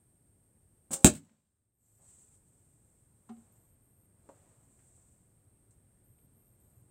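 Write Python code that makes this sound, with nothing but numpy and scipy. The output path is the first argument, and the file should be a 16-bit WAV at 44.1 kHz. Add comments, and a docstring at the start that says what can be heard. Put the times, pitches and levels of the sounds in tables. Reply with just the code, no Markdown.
"""An arrow is shot across a small loft into a foam block right beside the microphone.
The string thumps and rings; the shaft scrapes off the bow, flies, punches the paper face and quivers.
The blow makes the gain control duck. Then sleeves rustle, gear knocks and soft steps cross the boards,
over the low hush of the house and a faint electronic hiss and whine."""
import sys
import numpy as np
from scipy import signal
from scipy.fft import rfft, irfft
from scipy.io import wavfile
from scipy.ndimage import uniform_filter1d, minimum_filter1d

SR = 44100
rng = np.random.default_rng(int(sys.argv[2]) if len(sys.argv) > 2 else 0)


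def dump(signal):
    """Clip the signal to [-1, 1] and save it as 16-bit WAV at the path in sys.argv[1]."""
    limited = np.clip(np.atleast_2d(signal).T, -1, 1)
    pcm = np.round(limited * 32767).astype(np.int16)
    wavfile.write(sys.argv[1], SR, pcm)


N = 304290
T = np.arange(N) / SR
RELEASE_S, HIT_S = .907, 1.0455


def undb(db):
    """Decibels to gain."""
    return 10 ** (np.asarray(db) / 20)


def unit(x):
    """Scale to rms 1."""
    return x / np.sqrt(np.mean(x ** 2))


def convolve(x, response):
    """Pass a sound through an impulse response."""
    return signal.fftconvolve(x, response)[:N]


def colour(x, points, size=4096):
    """Minimum-phase EQ through (Hz, dB) points."""
    hz, db = np.transpose(points)
    f = np.maximum(np.fft.rfftfreq(size, 1 / SR), 1)
    curve_db = np.interp(np.log(f), np.log(hz), db)
    cepstrum = irfft(np.log(undb(curve_db)))
    cepstrum[1:size // 2] *= 2
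    cepstrum[size // 2 + 1:] = 0
    return convolve(x, irfft(np.exp(rfft(cepstrum))))


def shaped_noise(points):
    """White noise through an EQ of (Hz, dB) points."""
    return colour(rng.standard_normal(N), points)


def band(hz, width_hz, size=N, order=1):
    """Noise in one resonance, rms 1; a higher order has steeper skirts."""
    resonance = signal.iirpeak(hz, hz / width_hz, fs=SR)
    noise = rng.standard_normal(size)
    for _ in range(order):
        noise = signal.lfilter(*resonance, noise)
    return unit(noise)


def flicker(rate_hz, depth_db):
    """A gain that wanders at random."""
    knots = np.arange(0, N / SR + 1, 1 / rate_hz)
    return undb(depth_db * np.interp(T, knots, rng.standard_normal(len(knots))))


def burst(start_s, decay_s):
    """An envelope that jumps up and dies away."""
    return (T >= start_s) * np.exp(-np.clip((T - start_s) / decay_s, 0, 50))


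def envelope(start_s, attack_s, length_s, release_s):
    """Rises, holds until its length is over, then dies away."""
    t = T - start_s
    return np.clip(t / attack_s, 0, 1) * np.exp(-np.clip((t - length_s) / release_s, 0, 50))


def strike(start_s, modes, contact_s, swell_s=.00054):
    """A half-sine push rings (Hz, dB, t60 s) modes that swell in; a longer contact is duller."""
    t = T[:SR]
    ring = sum(undb(db - 60 * t / t60) * np.sin(2 * np.pi * hz * t) for hz, db, t60 in modes)
    push = np.sin(np.pi * np.clip((T - start_s) / contact_s, 0, 1))
    return convolve(push / push.sum(), ring * (1 - np.exp(-t / swell_s)))


def tick(start_s, hz, decay_s):
    """A small dry contact: a burst of noise in one broad resonance."""
    return burst(start_s, decay_s) * np.resize(band(hz, .99 * hz, size=16384, order=2), N)


def house_tone(level_db=-70.5, rise_db_per_s=.38):
    """The low hush of the house, slowly creeping up."""
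    # Room tone spectrum. Each row: frequency in Hz, relative level in dB.
    spectrum = [(15, -24.5), (35, -7.5), (62, -3.5), (105, 2), (160, -6), (280, -11.5), (500, -18.5),
                (1000, -28), (2000, -31.5), (4000, -39.5), (8000, -57.5)]
    return undb(level_db + rise_db_per_s * T) * unit(shaped_noise(spectrum))


def whistle(hz, wander_hz):
    """A thin tone whose pitch trembles, rms 1."""
    drift = unit(uniform_filter1d(rng.standard_normal(N), size=256))
    return np.sqrt(2) * np.sin(2 * np.pi * np.cumsum(hz + wander_hz * drift) / SR)


def electronics(pulse_hz=90.3):
    """Steady circuit hiss and two thin whistles; a buzz comes and goes around the upper one."""
    # Hiss spectrum. Each row: frequency in Hz, relative level in dB.
    spectrum = [(1500, -20), (5000, -18), (6800, -15), (7900, -1), (8600, 4.5), (9800, -12), (11100, -7),
                (12000, -17), (12900, -8), (13600, -11), (15700, -16.5)]
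    # The whistles. Each row: pitch in Hz, wander in Hz, level in dB.
    whistles = [(8606, 28, -76.5), (12800, 60, -89.5)]
    # Spells of buzzing. Each row: start in seconds, end in seconds.
    spells = [(1.74, 2.0), (3.52, 3.75), (3.82, 4.06), (6.04, 6.27), (6.33, 6.56), (6.60, 6.82)]
    # Partials of the buzz. Each row: frequency in Hz, level in dB.
    partials = [(12658, -79), (12925, -79.5), (13205, -90.5), (13290, -79)]
    hiss = undb(-78.5) * unit(shaped_noise(spectrum))
    whine = sum(undb(db) * whistle(hz, wander) for hz, wander, db in whistles)
    gate = np.any([(T > start) & (T < end) for start, end in spells], axis=0)
    buzz = sum(undb(db) * flicker(25, depth_db=-4.5) * np.sin(2 * np.pi * hz * T) for hz, db in partials)
    pulsing = .8 + .6 * np.sin(2 * np.pi * pulse_hz * T)
    return hiss + whine + gate * pulsing * buzz


def bow_release(nock_after_s=.0078):
    """The string snaps forward and rings, the bow jolts and the nock clicks free."""
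    # Modes of bow and string. Each row: frequency in Hz, level in dB, t60 in seconds.
    modes = [(155.95, -41, 0.068), (204.9, -38.5, .1), (309, -46.5, .7), (390, -44, 0.12), (538, -44, .6),
             (803, -44.5, 0.66), (1080, -49.5, 0.18)]
    string = strike(RELEASE_S, modes, contact_s=.00069, swell_s=.0035)
    thump = undb(-42) * band(205, 130, order=2) + undb(-47) * band(420, 900, order=2)
    click = undb(-41) * tick(RELEASE_S + nock_after_s, hz=10890, decay_s=.0043)
    return string + burst(RELEASE_S, .037) * thump + click


def arrow_flight(slide_s=.0215):
    """The shaft slides over the rest, the vanes brush past it and the arrow rushes through the air."""
    scrape = shaped_noise([(300, -1.5), (1400, -1.5), (2000, -5), (4000, -.5), (7500, 4.5), (15000, -.5)])
    vanes_s = RELEASE_S + slide_s
    shaft = undb(-43) * envelope(RELEASE_S, attack_s=.008, length_s=slide_s, release_s=.0055)
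    vanes = undb(-31) * envelope(vanes_s, attack_s=.004, length_s=.015, release_s=.0045)
    airborne = envelope(vanes_s, attack_s=.05, length_s=HIT_S - vanes_s, release_s=.002)
    friction = (shaft + vanes + undb(-59.5) * airborne) * flicker(700, depth_db=2.5)
    rush = undb(-61) * airborne * band(300, 500, order=2)
    return friction * scrape + rush


def tear(start_s, size):
    """A very short rip, equally strong at all frequencies."""
    phases = 2 * np.pi * rng.random(size // 2 + 1)
    rip = unit(irfft(np.exp(1j * phases)))
    start = int(start_s * SR)
    return np.pad(rip, (start, N - start - size))


def impact(blow_db=.05, brake_after_s=.0027):
    """The point tears through paper, the foam brakes it with a thud and the loft booms."""
    # Modes of the foam block on its stand. Each row: frequency in Hz, level in dB, t60 in seconds.
    block_modes = [(70.2, -14, 0.085), (125, -16, 0.037), (168, -12, 0.049), (230, -4, .03),
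                   (271, -6.5, .035), (344.8, -15, 0.061), (473, -18, 0.057), (602, -17, 0.069),
                   (760, -22, 0.064), (862, -22, 0.038), (1033, -29, .05), (1324, -25, 0.045)]
    # Standing waves of the loft. Each row: frequency in Hz, level in dB, t60 in seconds.
    room_modes = [(100, -34.5, 0.49), (160, -35, 0.49), (220, -38.5, 0.83), (269.2, -36, 0.45),
                  (404, -43, 0.65)]
    paper_eq = [(300, .5), (800, 5), (1300, 2), (2000, 2), (2900, 6.5), (4000, 5.5), (5200, 2.5),
                (6600, 5), (8000, 1), (15000, -2)]
    brake_s = HIT_S + brake_after_s
    crack = undb(-8.5) * colour(tear(HIT_S, size=96), paper_eq)
    # Foam cells go on crackling as the shaft sinks in.
    crunch = undb(-26.5) * burst(brake_s, .009) * flicker(1600, depth_db=4.5) * shaped_noise(paper_eq)
    # The face is first dented inwards, then springs back and rings.
    dent = -undb(-6.5) * np.sin(np.pi * np.clip((T - HIT_S) / .0036, 0, 1))
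    thud = strike(brake_s, block_modes, contact_s=.0008)
    boom = strike(brake_s, room_modes, contact_s=.0035, swell_s=.02)
    return undb(blow_db) * (crack + crunch + dent + thud) + boom


def quiver(swing_hz=60):
    """The swinging shaft rubs in its hole, ever less, and louder where it slips."""
    # Slips against the foam. Each row: start in seconds, length in seconds, level in dB.
    slips = [(1.066, .012, -38), (1.131, 0.0327, -45.5)]
    slipping = sum(undb(db) * envelope(start, attack_s=.009, length_s=length, release_s=.007)
                   for start, length, db in slips)
    fading = undb(-56) * burst(HIT_S, decay_s=.17)
    swings = 1 + .5 * np.sin(2 * np.pi * swing_hz * T)
    rub = shaped_noise([(300, 1), (1500, 2), (4000, 2), (8000, -3), (15000, -1.5)])
    return (fading + slipping) * swings * rub


def rustle(settle_ratio=1.549):
    """As the archer moves, cloth fibres catch and slip in a fine hiss over a duller shuffle."""
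    # Movements. Each row: peak time in seconds, build-up in seconds, hiss in dB, shuffle in dB.
    moves = [(1.269, .07, -76, -63), (1.87, 0.072, -68, -82), (2.119, 0.1, -63, -91),
             (2.331, 0.03, -71.5, -89), (2.64, 0.31, -77, -90), (3.42, .18, -77, -76),
             (4.4, 0.17, -75, -70.5), (4.9, 0.21, -71, -81.5), (6.68, 0.186, -83.5, -84)]
    fibres = shaped_noise([(200, -2), (800, -6), (2500, -6.5), (5000, -5.5), (7800, 3.5),
                           (10000, -.5), (15000, -8)])
    hiss_gain, shuffle_gain = 0, 0
    for peak_s, build_s, hiss_db, shuffle_db in moves:
        width_s = np.where(T < peak_s, build_s, build_s * settle_ratio)
        speed = np.exp(-((T - peak_s) / width_s) ** 2)
        hiss_gain += undb(hiss_db) * speed
        shuffle_gain += undb(shuffle_db) * speed
    hiss = hiss_gain * flicker(90, depth_db=2) * fibres
    shuffle = shuffle_gain * flicker(20, depth_db=1) * band(550, 490)
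    return hiss + shuffle


def gear_ticks():
    """Shaft and gear make small, scattered contacts."""
    # Each row: start in seconds, level in dB, centre in Hz, decay in seconds.
    ticks = [(1.247, -55.5, 7860, .004), (1.294, -51, 2010, 0.0043), (1.99, -69.5, 640, 0.057),
             (4.789, -71.5, 1800, 0.0275), (5.708, -70, 7550, 0.0122), (6.187, -72.5, 2500, .008)]
    return sum(undb(db) * tick(start, hz, decay) for start, db, hz, decay in ticks)


def limb_bumps():
    """The bow limb is knocked and touches again: each time a clack, a bright tick and its ring."""
    # Modes of the limb. Each row: frequency in Hz, relative level in dB, t60 in seconds.
    modes = [(227.9, 4, 0.2174), (401.8, -5, 0.082), (733, -9.5, 0.14), (799.5, -5, 0.081),
             (928, -17, 0.06), (2170, -15, 0.04)]
    # The two contacts. Each row: start in seconds, gain in dB.
    bumps = [(3.293, -34), (3.367, -51.5)]
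    knocks = 0
    for start_s, db in bumps:
        clack = undb(-19.5) * tick(start_s - .002, hz=880, decay_s=.018)
        click = undb(-23.5) * tick(start_s, hz=3080, decay_s=.008)
        ring = strike(start_s, modes, contact_s=.00016, swell_s=.018)
        knocks += undb(db) * (clack + click + ring)
    return knocks


def footfalls():
    """Soft steps push on the floorboards and ring two low modes."""
    # Each row: start in seconds, gain in dB.
    steps = [(3.575, -53.5), (4.368, -59.5), (5.69, -58.5), (6.098, -49.5), (6.244, -51.5), (6.771, -45),
             (6.82, -48)]
    modes = [(97.4, -4, .13), (120, -2.5, .18)]
    return sum(undb(db) * strike(start, modes, contact_s=.00365, swell_s=.0048) for start, db in steps)


def board_knock(start_s=4.2895):
    """A wooden board takes one hard knock and rings briefly."""
    # Modes of the board. Each row: frequency in Hz, relative level in dB, t60 in seconds.
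    modes = [(310, -8, .06), (430, -6, .05), (544, -3, .06), (690, -6, .04), (840, -5, .04), (937, -5, .05),
             (1082, -9, .04), (1427, -16, .035)]
    ring = undb(-38) * strike(start_s, modes, contact_s=.0003, swell_s=.001)
    clack = undb(-52.5) * tick(start_s, hz=693, decay_s=.01)
    click = undb(-69) * tick(start_s, hz=5640, decay_s=.015)
    return ring + clack + click


def loft_response(bands=10, panel_hz=330):
    """A few close echoes, then a dense tail that lasts longest in the upper bass."""
    # Reverb tail. Each row: frequency in Hz, level in dB, t60 in seconds.
    reverb = [(59.72, -11.5, 0.13), (201, -14.5, 0.56), (500, -4.5, 0.17), (1500, -2, 0.13),
              (3988.5, -3.5, 0.17), (7683, -2.5, 0.13), (15610, -7.5, .12)]
    # Echoes off the sloping ceiling and walls. Each row: delay in seconds, level in dB.
    echoes = [(.0058, -10.5), (.0083, -12.5), (0.0148, -11.5), (0.0209, -13), (.0255, -13)]
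    t = T[:SR // 2]
    hz, db, t60 = np.transpose(reverb)
    log_f = np.log(np.maximum(np.fft.rfftfreq(len(t), 1 / SR), 1))
    centres = np.log(np.geomspace(hz[0], hz[-1], bands))
    spectrum = rfft(rng.standard_normal(len(t)))
    fade_in = np.clip((t - .004) / .012, 0, 1)
    tail = 0
    for centre, share in zip(centres, np.eye(bands)):
        noise = irfft(spectrum * np.interp(log_f, centres, share), len(t))
        decay = fade_in * undb(-60 * t / np.interp(centre, np.log(hz), t60))
        gain = undb(np.interp(centre, np.log(hz), db))
        tail += gain * noise * decay / np.linalg.norm(decay)
    early = sum(undb(level) * signal.unit_impulse(len(t), int(delay * SR)) for delay, level in echoes)
    # Thin panels give way to the bass instead of reflecting it.
    return tail + signal.lfilter(*signal.butter(1, panel_hz, "high", fs=SR), early)


def gain_control(x, limit_db=-16.5, hold_s=.7, fall_db_per_s=80, rise_db_per_s=50, size=64):
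    """A peak over the limit makes the gain slide down, wait and creep back."""
    peaks = np.maximum.reduceat(np.abs(x), np.arange(0, N, size))
    wanted_db = np.minimum(0, limit_db - 20 * np.log10(peaks + 1e-9))
    step_s = size / SR
    held = int(hold_s / step_s)
    wanted_db = minimum_filter1d(wanted_db, held, origin=(held - 1) // 2, mode="nearest")
    gain_db = [0]
    for goal in wanted_db[1:]:
        lowest, highest = gain_db[-1] - fall_db_per_s * step_s, gain_db[-1] + rise_db_per_s * step_s
        gain_db.append(min(max(goal, lowest), highest))
    return x * undb(np.interp(T, np.arange(len(peaks)) * step_s, gain_db))


def scene():
    """The target is close, the archer across the room; both feed the loft's reverb."""
    target = impact() + quiver()
    shot = bow_release() + arrow_flight()
    archer = shot + limb_bumps() + board_knock() + gear_ticks() + footfalls() + rustle()
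    hush = house_tone()
    reverb = convolve(target + undb(-9) * archer, loft_response())
    return (target + undb(-3.5) * archer + reverb + hush)[None]


def record(dry, top_hz=15700):
    """The microphone chain: port resonance, circuit noise, rounded peaks, ducking and a top cut."""
    # Treble resonance of the microphone's sound port. Each row: frequency in Hz, gain in dB.
    port_eq = [(1000, 1), (3000, -2.5), (5200, -4), (6300, 0), (7100, 6.5), (8000, 15), (8600, 11.5),
               (9300, 2.5), (10500, -1), (12000, -6.5), (15500, -4.5)]
    picked_up = colour(dry[0], port_eq) + electronics()
    rounded = .8 * np.tanh(picked_up / .8)
    top_cut = signal.ellip(8, .2, 70, top_hz, fs=SR, output="sos")
    return signal.sosfilt(top_cut, gain_control(rounded))[None]


dry = scene()
out = record(dry)
dump(out)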